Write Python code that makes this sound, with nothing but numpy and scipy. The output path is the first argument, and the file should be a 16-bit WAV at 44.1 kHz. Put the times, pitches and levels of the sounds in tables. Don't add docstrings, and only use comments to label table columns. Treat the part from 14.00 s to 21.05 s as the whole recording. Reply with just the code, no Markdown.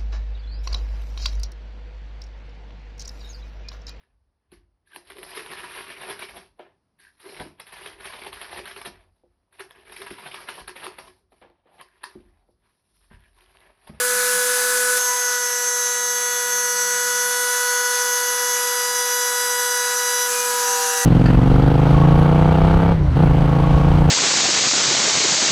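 import sys
import numpy as np
from scipy import signal
from scipy.fft import rfft, irfft, next_fast_len
from scipy.io import wavfile
from scipy.ndimage import uniform_filter1d, map_coordinates

SR = 44100
rng = np.random.default_rng(int(sys.argv[2]) if len(sys.argv) > 2 else 0)


def voltage_ratio(decibels):
    exponent = np.asarray(decibels, float) / 20
    return 10 ** exponent


def dump_mix(stems):
    frames = np.atleast_2d(stems).T
    limited = np.clip(frames, -1, 1)
    pcm = np.round(limited * 32767).astype(np.int16)
    wavfile.write(sys.argv[1], SR, pcm)


N = 310905

# (time [s], stage [0 free, 1 shallow, 2 medium, 3 deep, 4 chatter])
CUT_STAGE = [(0, 0), (.975, 0), (.995, 1), (2, 1), (3.7, 2), (5.4, 3), (6.27, 3), (6.32, 4), (7.05, 4)]


def unit(x):
    return x / np.sqrt(np.mean(np.abs(x) ** 2) + 1e-20)


def curves(rows):
    times, *columns = np.transpose(rows)
    return [np.interp(np.arange(N) / SR, times, column) for column in columns]


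def wobble(rate):
    knots = rng.standard_normal(int(N * rate / SR) + 4)
    return map_coordinates(knots, [np.arange(N) * rate / SR], order=1)


def filtered(x, response):
    size = next_fast_len(N + 8192)
    spectrum = rfft(x, size) * response(np.fft.rfftfreq(size, 1 / SR))
    return irfft(spectrum, size)[:N]


def tone(angle, db, flutter, rate):
    shake = 1 + flutter * (wobble(rate) + 1j * wobble(rate))
    return np.sqrt(2) * voltage_ratio(db) * np.real(shake * np.exp(1j * angle))


def shaft_angle():
    # (time [s], turns per second [Hz])
    speed = [(0.0, 494.0), (0.94, 495.3), (1.12, 493.3), (1.45, 490.1), (1.9, 488.9), (2.8, 489.2),
             (3.5, 490.9), (4.15, 490.6), (4.7, 490.2), (5.7, 489.9), (6.35, 490.3), (6.6, 488.2),
             (6.85, 486.0), (7.05, 485.3)]
    return 2 * np.pi * np.cumsum(curves(speed)[0]) / SR


def contact():
    # (start [s], length [s], share of contact lost [0-1])
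    skips = [(5.938, .055, 0.55), (6.268, 0.044, 0.7)]
    t = np.arange(N) / SR
    lost = 0
    for start, length, share in skips:
        inside = np.minimum(t - start, start + length - t)
        lost = lost + share * np.clip(inside / 0.01, 0, 1)
    return np.clip(1 - lost, 0, 1)


def multiple_db(k, stage_db):
    # (multiple, middle [s], length [s], change [dB])
    swells = [(3, 0.96, 0.7, 4), (4, 1.02, .18, -12), (2, 1.123, 0.23, 9.5), (3, 1.16, .14, -7),
              (3, 1.31, 0.46, 7), (11, 1.5, 1.5, 8), (12, 1.67, 0.79, 4.5), (13, 1.86, 1.3, 1.5),
              (8, 1.95, 0.74, 6.5), (15, 1.86, .8, 3.5), (7, 2.27, 1, 4.5), (8, 3.55, .6, 6),
              (24, 3.9, .8, -10), (23, 4.5, 1.4, 6), (8, 6.1, 0.96, 3), (8, .05, .7, -7),
              (10, 2.33, 1, -10), (12, 2.9, 1.3, 4), (16, 2.95, 0.64, 9), (14, 3, 1, 9),
              (13, 3.44, 0.93, -7), (18, 3.47, .6, 9.5), (3, 4.65, 1.8, -5), (21, 4.75, 1.3, -3),
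              (10, 4.82, 1, 5), (5, 6.4, .35, 12), (2, 6.65, 0.92, 7.5), (4, 7.05, 0.37, 12)]
    t = np.arange(N) / SR
    db = np.interp(curves(CUT_STAGE)[0], range(5), stage_db)
    for multiple, middle, length, change_db in swells:
        if round(multiple) == k:
            hump = np.cos(np.pi * np.clip((t - middle) / length, -0.5, 0.5)) ** 2
            db = db + change_db * hump
    return db


def whine(angle):
    # (multiple, free [dB], shallow [dB], medium [dB], deep [dB], chatter [dB])
    multiples = [(1, -28.5, -34.5, -32, -32, -30), (2, -39, -36, -31.5, -30.5, -33.5),
                 (3, -28, -34, -26, -30.5, -36), (4, -40.5, -35, -33.5, -33, -43),
                 (5, -46, -52.5, -52, -54, -49.5), (6, -49, -46.5, -41.5, -40, -43),
                 (7, -45.5, -46, -38.5, -42, -47), (8, -42, -45.5, -46.5, -38, -40.5),
                 (9, -42, -44.5, -37.5, -51.5, -44.5), (10, -44, -44, -43, -34, -41.5),
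                 (11, -51.5, -45.5, -41, -43, -48), (12, -53, -33, -34, -31.5, -35.5),
                 (13, -42, -27, -26.5, -36.5, -33.5), (14, -38.5, -58, -39.5, -47, -42),
                 (15, -36.5, -36.5, -47, -42.5, -41), (16, -37, -42, -43.5, -39.5, -38),
                 (17, -39, -43.5, -55, -40.5, -40.5), (18, -33.5, -44.5, -40.5, -41, -52),
                 (19, -41, -48, -45, -42, -47), (20, -39.5, -46, -38.5, -40.5, -47.5),
                 (21, -31, -37, -35, -38, -38), (22, -47.5, -42, -39, -42, -46),
                 (23, -40, -45, -41, -42, -46), (24, -37.5, -39.5, -37, -39, -48),
                 (25, -45, -49, -45, -45, -44), (26, -54.5, -62, -57, -52, -55),
                 (27, -50, -59, -58, -57, -59)]
    stage, touch = curves(CUT_STAGE)[0], contact()
    levels = [(round(k), multiple_db(round(k), db)) for k, *db in multiples]
    first, second, third, fourth = (db for _, db in levels[:4])

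    ripple_hz = 100
    ripple = np.sin(2 * np.pi * ripple_hz * np.arange(N) / SR)
    out = (1 + 0.018 * ripple + 0.038 * wobble(14)) * tone(angle, first, flutter=0.048, rate=38)
    out += tone(2 * angle, second, flutter=0.1, rate=30)
    on_resonance = np.pi / 3
    out += (1 + 0.12 * ripple) * tone(3 * angle + on_resonance, third, flutter=0.073, rate=30)
    out += touch * tone(4 * angle, fourth, flutter=0.1, rate=30)

    unrest = np.interp(stage, range(5), [0.13, 0.2, 0.28, 0.35, 0.4])
    burst_depth = np.interp(stage, range(5), [0, 0.12, 0.2, 0.3, 0.55])
    bursts = 1 + burst_depth * np.tanh(3 * wobble(45))
    for k, db in levels[4:]:
        drift_db = 2.5 if k > 13 else 0.84
        db = db + drift_db * np.tanh(wobble(2.53))
        start_angle = rng.uniform(0, 2 * np.pi)
        line = tone(k * angle + start_angle, db, flutter=unrest if k > 10 else 0.15, rate=28)
        if k <= 10:
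            line = line * touch
        elif k <= 13:
            line = line * bursts
        out += line
    return out


def bearings(angle):
    between = (.5, 1.5, 2.5, 3.5, 4.5, 12.5, 1.578, 2.578, 3.422, 4.422, .594, .703, 2.703)
    # (free [dB], shallow [dB], deep [dB], chatter [dB])
    between_db = [(-54, -62, -60.5, -56), (-51.5, -49.5, -52, -51), (-47, -50, -50, -51),
                  (-37.5, -40, -43.5, -46), (-50, -56, -56, -55), (-50, -42, -42, -45),
                  (-60, -60, -50, -52), (-40, -42.5, -41, -38), (-34.5, -47, -39.5, -37),
                  (-50, -56, -56, -57), (-69, -70, -70, -72), (-72, -70, -70, -65), (-46, -53, -53, -52)]
    # (time [s], level [dB])
    chatter = [(0, -64), (3, -76), (4, -53), (6.4, -54), (6.62, -49), (6.67, -37.5), (7.05, -34)]
    # (multiple, level against the chatter [dB])
    chatter_mix = [(1.602, 0), (3.204, -3), (3.602, -4), (2.398, -12), (3.102, -9), (5.602, -5)]
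    stage, chatter_db = curves(CUT_STAGE)[0], curves(chatter)[0]
    lines = [(k, np.interp(stage, [0, 1, 3, 4], db)) for k, db in zip(between, between_db)]
    lines += [(k, chatter_db + db) for k, db in chatter_mix]
    out = np.zeros(N)
    for k, db in lines:
        start_angle = rng.uniform(0, 2 * np.pi)
        out += tone(k * angle + start_angle, db, flutter=0.15, rate=20)
    return out


def patchy(depth_db):
    z = signal.stft(rng.standard_normal(N), nperseg=512)[2]
    field = uniform_filter1d(rng.standard_normal(z.shape), size=8, axis=0)
    field = uniform_filter1d(field, size=12, axis=1)
    return signal.istft(z * voltage_ratio(depth_db * unit(field)), nperseg=512)[1][:N]


def hiss(angle):
    # (frequency [Hz], relative level per Hz [dB])
    free_hiss = [(25, -53), (120, -31.5), (300, -22), (700, -13), (1050, -6.5), (1900, -8), (2900, -9.5),
                 (4200, -7.5), (7200, -7), (8700, -8.5), (12200, -5), (14000, -19), (16200, -30),
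                 (18000, -23)]
    cut_hiss = [(25, -49), (120, -36), (300, -27.5), (550, -18.5), (700, -18), (1050, -10), (2000, -12),
                (4000, -11.5), (7500, -6.5), (8700, -12), (12000, -8), (14000, -22.5), (16200, -37),
                (18000, -28)]
    # (frequency [Hz], width [Hz], boost [dB])
    housing = [(1310, 146, 3.5), (1498, 150, 9), (1695, 195, 5), (4960, 350, 3), (6150, 1100, 8),
               (10500, 1100, 5)]
    stage_db = (-24, -29, -26.5, -26.5, -24.5)
    plunge_s, plunge_db, settle_s = 0.97, 6, 0.27
    stage, since = curves(CUT_STAGE)[0], np.arange(N) / SR - plunge_s
    burst_db = plunge_db * (since > 0) * np.exp(-np.abs(since) / settle_s)
    level_db = np.interp(stage, range(5), stage_db) + burst_db
    swell = 1 + 0.17 * np.cos(angle) + 0.091 * np.cos(angle / 2)

    def layer(spectrum):
        f, db = np.transpose(spectrum)

        def colour(hz):
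            bumps = sum(boost / (1 + (2 * (hz - centre) / width) ** 2) for centre, width, boost in housing)
            return voltage_ratio(np.interp(np.log(hz + 1), np.log(f + 1), db) + bumps)
        return unit(filtered(swell * patchy(depth_db=1.5), colour))

    load = np.interp(stage, range(5), [0.029, 1.0, 0.91, 0.85, 0.79])
    mix = np.sqrt(1 - load) * layer(free_hiss) + np.sqrt(load) * layer(cut_hiss)
    return voltage_ratio(level_db + 0.25 * wobble(12)) * mix


def steppers():
    # (start [s], end [s], frequency [Hz], level [dB])
    moves = [(.05, .5, 172, -60), (0.137, .225, 185, -49), (.31, .4, 180, -51), (1.3, 1.95, 143, -73),
             (1.854, 2.38, 180, -64.5), (2.452, 3.35, 188.5, -59), (2.45, 3.35, 178.7, -66),
             (3.3, 3.6, 142, -68), (4.4, 4.75, 182, -66), (4.7, 5.1, 191, -67), (6.3, 6.6, 184, -67)]
    t = np.arange(N) / SR
    out = np.zeros(N)
    for start, end, hz, db in moves:
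        gate = np.clip(np.minimum(t - start, end - t) / 0.031, 0, 1)
        out += gate * tone(2 * np.pi * hz * t, db, flutter=0.15, rate=15)
    return out


def scene():
    angle = shaft_angle()
    return (whine(angle) + bearings(angle) + hiss(angle) + steppers())[None]


def band_limit(x):
    return signal.sosfilt(signal.butter(12, 19280, fs=SR, output="sos"), x)


def record(dry):
    top_hz = 18470
    mix = filtered(dry[0], lambda hz: hz < top_hz)[None]
    return band_limit(mix)


dry = scene()
out = record(dry)
dump_mix(out)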